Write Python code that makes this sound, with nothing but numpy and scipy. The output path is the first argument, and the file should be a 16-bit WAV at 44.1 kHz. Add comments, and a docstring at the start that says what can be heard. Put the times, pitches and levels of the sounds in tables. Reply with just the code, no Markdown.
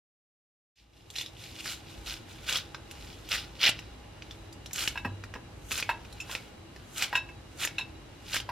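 """Kitchen scissors cut green onion, heard at two close ports after an initial silence.
A low rumble and faint whines, shaped noise, fade in; stalks tear and rustle as dense trains of breaks,
and from 1.1 s fibres snap as short, noisy wave packets. From 4.9 s the closing blades hum as one mode
and the pieces land in a frying pan, whose modes ring, with thumps of low damped modes.
Decaying random taps add the kitchen's echo to onion, blades and pan."""
import sys
import numpy as np
from scipy import signal
from scipy.fft import rfft, irfft, next_fast_len
from scipy.io import wavfile
from scipy.ndimage import uniform_filter1d

SR = 44100
rng = np.random.default_rng(int(sys.argv[2]) if len(sys.argv) > 2 else 0)


def to_wav(sig):
    """Store sig (one row per channel, or 1-D mono) as 16-bit WAV at the path in sys.argv[1].

    Samples outside -1..1 are clipped; the rate is SR.
    """
    pcm = np.clip(np.atleast_2d(sig), -1, 1) * 32767
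    pcm = np.round(pcm).astype(np.int16)
    wavfile.write(sys.argv[1], SR, pcm.T)  # frames by channels


N = 375291


def gain_of(db):
    """Logarithmic level: decibels to amplitude."""
    return 10 ** (np.asarray(db) / 20)


def evened(x):
    """Power normalisation: scales to rms 1."""
    return x / np.sqrt(np.mean(x ** 2) + 1e-20)


def read(points, hz):
    """Logarithmic pitch scale: interpolates a table along log frequency."""
    f, value = np.transpose(points)
    return np.interp(np.log(hz + 1), np.log(f + 1), value)


def add(mix, s, sound):
    """Superposition: mixes a sound in at s seconds, cut at the end of the mix."""
    part = mix[round(s * SR):][:len(sound)]
    part += sound[:len(part)]


def colour(x, points):
    """Minimum-phase filtering: a causal response with the spectrum of a table."""
    log_gain = np.log(gain_of(read(points, abs(np.fft.fftfreq(2048, 1 / SR)))))
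    taps = np.fft.ifft(np.exp(np.conj(signal.hilbert(log_gain)))).real[:1024]
    return signal.oaconvolve(x, taps)[:len(x)]


def ring(hz, t60, t):
    """Damped oscillation: one mode falls 60 dB in t60 seconds."""
    return gain_of(-60 * t / t60) * np.sin(2 * np.pi * hz * t)


def cracks(per_s, spread_db):
    """Random point process: tiny breaks of either sign, a few of them large."""
    size = gain_of(spread_db * np.minimum(rng.exponential(1, N), 4)) * rng.choice([-1, 1], N)
    return size * (rng.random(N) < per_s / SR)


# Spectrum of the room's rumble: f/Hz, relative level/dB
RUMBLE = [(12, -49), (20, -27), (101, -0.5), (193, -9.5), (319, -8.5), (399, -11.5), (1480, -21),
          (2910, -23.5), (3440, -26), (13200, -38.5), (16000, -75)]
RUMBLE_DB = -43.5
# Appliances that whine: f/Hz, width between the -6 dB points/Hz, level/dB
WHINES = [(56.8, 16, -49.5), (99, 27, -53.5), (328, 12, -55.5), (820.3, 13, -59.5), (2837, 15, -61.5),
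          (3910, 30, -63)]
WAVER_DB = 1.2  # rms, where the whines make up all the power
# Left-right correlation of the room tone: f/Hz, correlation (1 alike, negative opposed)
LIKENESS = [(110, 1), (200, 0.7), (950, 0.32), (3770, 0.17), (15000, -0.77)]


def room_tone():
    """Spectral synthesis of noise: random short-time spectra, with narrow humps for the appliances."""
    frames, hz = N // 1024 + 5, np.fft.rfftfreq(4096, 1 / SR)
    a, b, c, d, patches = rng.standard_normal((frames, len(hz), 5)).T
    patches = uniform_filter1d(uniform_filter1d(patches, size=40, axis=0), size=4, axis=1)
    patches = evened(patches)
    same = np.clip(read(LIKENESS, hz), -1, 1)[:, None]
    left = a + 1j * b
    right = same * left + np.sqrt(1 - same ** 2) * (c + 1j * d)
    spectra = np.array([left, right]) * gain_of(0.5 * patches)  # faint patches

    shapes = [(read(RUMBLE, hz), RUMBLE_DB)]
    shapes += [(-20 * np.log10(1 + (2 * (hz - f) / width) ** 2), db) for f, width, db in WHINES]
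    # each shape is scaled to its own level before the powers add
    powers = [gain_of(2 * (shape + db)) / gain_of(2 * shape).sum() for shape, db in shapes]
    power = sum(powers)

    # the whines come and go
    whining = 1 - powers[0] / power
    waver = uniform_filter1d(rng.standard_normal((frames, 1)) + patches.T, size=12, axis=0)
    spectra *= gain_of(WAVER_DB * whining[:, None] * evened(waver).T)
    tone = signal.istft(spectra * np.sqrt(power)[:, None], nperseg=4096, noverlap=3072)[1][:, :N]
    return evened(tone) * np.sqrt(power.sum())


# Strokes through the stalks: start t/s, length/s, force at start/dB, force at end/dB,
# release of force/(dB/s), fizz of wet cells over the force/dB
STROKES = [(0.758, 0.011, -24, -33, 262, -11), (1.162, 0.052, -32.5, -31.5, 400, -6),
           (1.609, 0.0045, -34.5, -48, 550, -11), (1.656, 0.064, -35, -32.5, 376, -5.5),
           (2.074, 0.05, -35, -34.5, 302, -8.5), (2.293, 0.024, -51, -46, 250, -8),
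           (2.49, 0.073, -29, -27, 450, -11), (2.904, 0.0038, -65, -46.5, 273, -11),
           (3.312, 0.036, -27, -23, 308, -13), (3.616, 0.071, -23, -15.5, 1785, -19.5),
           (4.758, 0.077, -36, -29.5, 220, -4), (5.728, 0.0026, -30.5, -32.5, 400, -1),
           (5.77, 0.022, -35, -32, 409, -9), (6.305, 0.012, -42.5, -35, 343, -4.5),
           (6.984, .004, -25.5, -31, 304, -6), (7.01, 0.015, -43, -22.5, 750, -9),
           (7.603, 0.038, -34, -26, 1000.5, -4.5), (8.344, 0.037, -26.5, -31.5, 700, -9)]
# Stalks rustling in the hand: t/s, level/dB
RUSTLE = [(.87, -69), (.97, -46.5), (1.08, -63), (1.315, -61), (1.423, -39.5), (1.556, -50.5), (1.82, -64),
          (1.9, -47), (2.21, -75), (2.4, -59), (2.48, -42.5), (2.62, -62), (2.87, -60.5), (3.05, -46),
          (3.263, -57.5), (3.55, -68), (4.2, -64), (4.33, -55.5), (4.64, -70), (5.6, -73), (6.2, -53),
          (6.5, -58.5), (6.6, -85), (6.76, -58), (6.9, -72.5), (8.2, -65), (8.322, -38), (8.4, -65)]
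RUSTLE_FIZZ_DB = -8
ATTACK_DB_PER_S = 615  # for a force at end of -39 dB
HARD_SHARE = 0.27  # harder strokes set in faster: dB of attack rate per dB of force
BITE_DB, BITE_DB_PER_S, BITE_FIZZ_DB = -24, 154, 10  # the blades press in faintly before each stroke
SETTLE_DB, SETTLE_DB_PER_S = -22, 110  # the stalk creaks on after it
FIZZ_RISE, FIZZ_FALL = 1, 0.84  # slopes of the fizz as shares of those of the force
FIZZ_FADE_DB_PER_S = 21  # the fizz fades as the stroke goes on


def effort():
    """Envelope of a driven source: force and fizz in dB through bite, hold, release and settling."""
    t = np.arange(0, N / SR + .002, .001)
    start, length, first_db, last_db, release, fizz_db = np.transpose(STROKES)[:, :, None]
    early, late = np.maximum(start - t, 0), np.maximum(t - start - length, 0)
    progress = np.clip((t - start) / np.maximum(length, 1 / SR), 0, 1)
    hold_db = first_db + (last_db - first_db) * progress
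    attack_db = ATTACK_DB_PER_S * gain_of(HARD_SHARE * (last_db + 39.0)) * early
    release_db = release * late
    fizz_loss_db = FIZZ_RISE * attack_db + FIZZ_FALL * release_db
    fizz_loss_db += FIZZ_FADE_DB_PER_S * np.maximum(t - start, 0)

    bite = gain_of(first_db + BITE_DB - BITE_DB_PER_S * early) * (t < start)
    settle = gain_of(last_db + SETTLE_DB - SETTLE_DB_PER_S * late) * (late > 0)
    rustle = gain_of(np.interp(t, *np.transpose(RUSTLE)))
    force = (gain_of(hold_db - attack_db - release_db) + bite + settle).sum(0) + rustle
    fizz = gain_of(fizz_db) * (gain_of(hold_db - fizz_loss_db) + gain_of(BITE_FIZZ_DB) * bite + settle)
    fizz = fizz.sum(0) + gain_of(RUSTLE_FIZZ_DB) * rustle
    return [np.interp(np.arange(N) / SR, t, 20 * np.log10(v)) for v in (force, fizz)]


# Thickness of the part in the hand, thin leaf to white stalk: t/s, thick layers over the force/dB
GIRTH = [(1.3, -25), (1.7, -11), (2.5, -8), (3.5, -13), (4.8, -8.5), (5.75, -9), (6.3, -4), (8.0, -9.5)]
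# Spectrum of torn stalk: f/Hz, relative level/dB
TORN = [(1100, -62.5), (1900, -13.5), (2600, -6), (3400, -6), (5500, -9.5), (8000, -36)]
# Spectrum of bursting cells: f/Hz, relative level/dB
FIZZ = [(4500, -27.5), (6200, 1.5), (9000, -5.5), (13000, -7.5), (15700, -27.5)]
# Spectrum of thick layers: f/Hz, relative level/dB
THICK = [(300, -25), (600, -14), (1000, -15.5), (1500, -2.5), (2300, -32)]


def crunch():
    """Granular fracture: fibres break, each at one of 12 pitches; cells fizz above, thick layers thud below."""
    t = np.arange(N) / SR
    force_db, fizz_db = effort()
    girth_db = np.interp(t, *np.transpose(GIRTH))
    fibres, kind = cracks(per_s=2500, spread_db=2.5), rng.integers(0, 12, N)
    hard_db = np.maximum(force_db + 33.5, 0)
    grains = np.zeros(N)
    for k, hz in enumerate(np.geomspace(1300, 6000, num=12)):
        lean = gain_of(0.58 * hard_db * np.log2(3200 / hz))  # hard tears break thicker, lower fibres
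        fibre = ring(hz, 16.0 / hz, t[:800]) * np.sqrt(hz)
        grains += signal.oaconvolve(fibres * lean * (kind == k), fibre)[:N]

    # cells burst all along the stalk, so each port hears partly its own
    cells = [evened(fibres) * 0.53 + evened(cracks(per_s=8000, spread_db=8.5)) for port in range(2)]
    strands = evened(cracks(per_s=350, spread_db=5.5))  # tough strands part one by one
    torn = evened(np.array([colour(evened(grains) + 0.095 * c + 1.07 * strands, TORN) for c in cells]))
    fizz = evened(np.array([colour(c, FIZZ) for c in cells]))
    thick = evened(colour(fibres, THICK))

    # the layers give way in fits and starts
    fits = uniform_filter1d(uniform_filter1d(rng.standard_normal(N), size=200), size=200)
    force_db = force_db + 2.0 * evened(fits)
    return gain_of(force_db) * (torn + gain_of(girth_db) * thick) + gain_of(fizz_db) * fizz


# Phase between the two ports: f/Hz, left lead/rad
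PORTS = [(3200, 0), (6000, -1.0), (9200, -3.0), (12500, -3.2), (16000, -6.2)]


def ports(x):
    """Interaural-style phase difference: the treble phase turns apart at two microphone ports."""
    size = next_fast_len(N)
    turn = np.exp(.5j * read(PORTS, np.fft.rfftfreq(size, 1 / SR)))
    turned = irfft(rfft(x, size) * np.array([turn, 1 / turn]), size)[:, :N]
    return turned * gain_of([[-.3], [.3]])


# Echo of the kitchen: f/Hz, t60/s, energy level/dB
ECHO = [(300, 0.45, -7), (2410, 0.24, -10.5), (10900, 0.038, 3.5)]


def kitchen(x):
    """Statistical reverberation: sparse random taps, each band dying at its own speed."""
    taps = np.zeros((2, SR // 2))
    at = np.arange(60, SR // 2 - 16, 16)
    at = at + rng.integers(0, 16, (2, len(at)))  # one tap in every 16 samples
    np.put_along_axis(taps, at, rng.choice([-1., 1.], at.shape), 1)
    hz, t, z = signal.stft(taps, SR, nperseg=256)
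    # long waves reach both ports alike
    alike = np.clip(read([(1000, 1.0), (3500, 0.67), (8000, 0.03)], hz), 0, 1)[:, None]
    z[1] = alike * z[0] + np.sqrt(1 - alike ** 2) * z[1]
    t60, db = (read(np.array(ECHO)[:, [0, k]], hz)[:, None] for k in (1, 2))
    # each band carries the energy of its row, however long it rings
    per_energy = np.sqrt(16 * 6 * np.log(10) / (t60 * SR))
    tail = signal.istft(z * gain_of(db - 60 * t / t60) * per_energy, SR, nperseg=256)[1]
    return signal.fftconvolve(x[None], tail, axes=1)[:, :N]


# Fibres that snap and blades that click: t/s, level/dB, f/Hz,
# treble over that level/dB (before a common 9 dB lift)
SNAPS = [(1.1025, -28, 4300, -16), (1.1613, -20, 4100, -27), (1.184, -16.5, 4140, -26),
         (1.2111, -17, 3500, -22), (1.261, -26, 3880, -26), (1.657, -24.5, 1670, -22),
         (2.4941, -19, 2920, -16), (2.5264, -16, 3400, -21), (2.5581, -18, 3300, -27),
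         (2.5709, -18.5, 3660, -19), (2.7461, -24, 1530, -47), (2.912, -31.5, 2900, -15),
         (3.2892, -29.5, 3200, -16), (3.3276, -18, 2670, -22), (3.3381, -18.5, 2730, -24),
         (3.597, -46, 3320, -9), (3.6373, -21, 2240, -17), (3.6417, -14, 2900, -33),
         (3.6655, -20, 2940, -26), (3.6686, -15, 2600, -29), (3.6909, -9, 2810, -21.5),
         (3.692, -29, 630, -40), (3.7908, -28.5, 2750, -24), (4.222, -29, 2470, -47),
         (4.31, -30, 3450, -28), (4.5266, -40, 5000, -11.5), (4.66, -29.5, 3930, -19),
         (4.71, -33.5, 1660, -25.5), (4.7316, -29.5, 7160, -2.5), (4.759, -38, 3230, 0.5),
         (4.7896, -30, 3200, -4.5), (4.8073, -27, 3200, -15), (4.8278, -24, 3230, -30),
         (4.837, -27, 3100, -30), (4.8763, -11, 2930, -22), (5.2381, -30.5, 1700, -23.5),
         (5.3392, -28, 1740, -31), (5.71, -21.5, 2400, -24), (5.7172, -17.5, 2670, -19),
         (5.778, -28, 2600, -7), (5.7848, -20, 2480, -19), (5.7995, -22, 2280, -14),
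         (5.826, -16, 2540, -41), (6.0498, -37.5, 2410, -30), (6.126, -40, 4160, -11),
         (6.351, -16.5, 2620, -29), (6.762, -34.5, 1730, -30), (6.9774, -30, 3270, -22),
         (7.0241, -15.5, 3400, -17), (7.0429, -22, 3340, -27), (7.6499, -17.5, 1910, -11),
         (7.6744, -19.5, 2700, -26), (8.343, -18.5, 1700, -16), (8.3583, -26, 3100, -13),
         (8.3647, -16.5, 2170, -21), (8.4015, -22.5, 3200, -23.5)]
CRACK_S = .0004  # from the start of a snap to the centre of its sharp cycle


def snaps():
    """Impulsive fracture: one sharp cycle, a few more at its pitch, noisy splinters and a treble tick."""
    t, out = np.arange(1200) / SR, np.zeros(N)
    noise = rng.standard_normal((len(SNAPS), 2, len(t)))
    brief, puff = gain_of(-60 * t / .006), gain_of(-60 * t / .03)
    for (s, db, hz, treble_db), (low, high) in zip(SNAPS, noise):
        body = ring(hz, 0.013, t) + 0.3 * ring(hz * 1.39, 0.0084, t)
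        from_peak = t - CRACK_S
        crack = 1.87 * np.cos(2 * np.pi * hz * from_peak) * np.exp(-(from_peak * hz / 0.52) ** 2)
        splinters = 0.84 * evened(np.convolve(low, body)[:len(t)]) * puff
        splinters += 0.54 * evened(colour(low, TORN)) * puff
        tick = gain_of(treble_db + 9.0) * evened(colour(high, FIZZ)) * (brief + 0.71 * puff)
        add(out, s, gain_of(db) * (crack + 0.5 * body + splinters + tick))
    return out


# The blades meet: t/s, level/dB
SHUTS = [(4.878, -40), (5.827, -41), (6.352, -40.5), (7.046, -37), (7.676, -42)]
BLADE_HZ, BLADE_T60_S = 2220, 0.47


def blades():
    """Noise-modulated resonance: the meeting blades hum at one mode, with random unevenness."""
    t, out = np.arange(SR // 3) / SR, np.zeros(N)
    for s, db in SHUTS:
        rough = evened(uniform_filter1d(rng.standard_normal(len(t)), size=300))
        add(out, s, gain_of(db) * ring(BLADE_HZ, BLADE_T60_S, t) * (1 + 0.54 * rough))
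    return out


# Pieces that land in the pan: t/s, level/dB, hardness/(dB/octave),
# level of the rim modes/dB (high near the wall of the pan)
DROPS = [(4.956, -36, -3.5, 5), (4.9747, -30, 3.5, -9), (5.048, -28.5, -2, -17), (5.3523, -39, -3.5, -8),
         (5.8911, -21, -3.5, -15), (5.8974, -29, 3, 1), (5.9093, -34, -1, 3), (6.2017, -52.5, 36, -21),
         (6.295, -40, -5.5, -1), (7.1279, -27.5, -5.5, -3), (7.1467, -33.5, 4, -3), (7.1533, -20.5, 8, -6),
         (7.158, -36, 8, 7), (7.163, -30.5, 5, -7), (7.1745, -36.5, 12, -18), (7.289, -41.5, 1.5, -14),
         (7.7826, -32, 15.5, 1), (7.793, -37.5, 0, 5), (7.8099, -42.5, 13.5, -1), (8.4903, -33.5, -11, -4)]
# Modes of the pan, before each landing detunes and damps them: f/Hz, level/dB, t60/s
PAN = [(972, 7, 0.046), (1006, -7, 0.14), (1635, 2.5, 0.049), (1414, -6, 0.025), (2170, -8.5, 0.093),
       (1880, -2, 0.044), (2682, -6.5, 0.066), (2640, 6.5, 0.068), (3160, -15, 0.07), (3790, 2, 0.12),
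       (4140, 0, 0.065), (5427, 6, 0.07), (7080, 2, 0.048)]
CENTRE_HZ, RIM_HZ = 1650, (3400, 4600)
ROLL_OFF_DB = 8.5  # per octave squared, away from the centre


def pan():
    """Modal excitation: a soft piece lands, then slithers in a dying patter; both ring the modes."""
    t, out = np.arange(SR // 3) / SR, np.zeros(N)
    hz, mode_db, t60 = np.transpose(PAN)
    octaves, rim = np.log2(hz / CENTRE_HZ), (hz > RIM_HZ[0]) & (hz < RIM_HZ[1])
    chance = rng.standard_normal((len(DROPS), len(PAN) + 1500))
    for (s, db, hardness_db, rim_db), draw in zip(DROPS, chance):
        spot_db = db + hardness_db * np.minimum(octaves, 1) + rim_db * rim
        spot_db -= ROLL_OFF_DB * np.minimum(octaves, 1.7) ** 2
        size = gain_of(mode_db + spot_db + 0.33 * draw[:len(PAN)])
        detuned = hz * (1 + 0.0034 * draw[:len(PAN)])  # each landing rings at slightly random pitches
        modes = size @ ring(detuned[:, None], t60[:, None], t) * (1 - np.exp(-t / 0.00047))
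        # the piece settles and damps the metal
        modes *= 0.22 + 1.2 * np.exp(-t / 0.012)
        patter = draw[-1500:] * gain_of(-60 * t[:1500] / 0.073)
        sound = modes + 0.078 * signal.fftconvolve(modes, patter)[:len(t)]
        sound[:1500] += 1.0 * size.max() * colour(patter, TORN)
        sound[:1500] += 2.8 * gain_of(spot_db[-1]) * colour(patter, FIZZ)
        sound[:1500] += 2.4 * size[0] * colour(patter, THICK)  # the soft flesh thuds
        add(out, s, sound)
    return out


# Low modes of the thumps in the pan, a close pair near 100 Hz beating: t/s, level/dB, f/Hz, t60/s
THUMPS = [(5.053, -20.5, 257, 0.059), (5.065, -29, 98.6, 0.94), (5.089, -38, 106, 0.55),
          (5.355, -27.5, 238, 0.045)]


def thumps():
    """Low-frequency modal response: each row is one damped mode with a dull noise thud."""
    t, out = np.arange(SR) / SR, np.zeros(N)
    for s, db, hz, t60 in THUMPS:
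        dull = signal.lfilter(*signal.butter(2, 800, fs=SR), rng.standard_normal(SR))
        thud = 0.52 * evened(dull) * gain_of(-60 * t / 0.076)
        onset = 1 - np.exp(-t * hz / 0.21)
        add(out, s, gain_of(db) * (ring(hz, t60, t) + thud) * onset)
    return out


def scene():
    """Superposition of fields: onion, blades and pan, direct and off the walls, over the room tone."""
    near = crunch() + snaps() + blades() + pan() + thumps()
    return ports(near) + kitchen(near.mean(0)) + room_tone()


# Fade-in of the whole sound, silent before the first row: t/s, gain/dB
FADE = [(.755, -26.5), (1.1, -11.5), (1.4, -8), (1.9, -6)]
EDGE_HZ = 15900


def record(dry):
    """Gain control and band limiting: silence, a fade-in, then a low-pass filter."""
    t, (s, db) = np.arange(N) / SR, np.transpose(FADE)
    faded = dry * gain_of(np.interp(t, s, db)) * np.clip((t - s[0]) / 0.061, 0, 1)
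    low_pass = signal.firwin(511, EDGE_HZ, window=("kaiser", 9), fs=SR)
    return signal.oaconvolve(faded, low_pass[None], "same")


dry = scene()
out = record(dry)
to_wav(out)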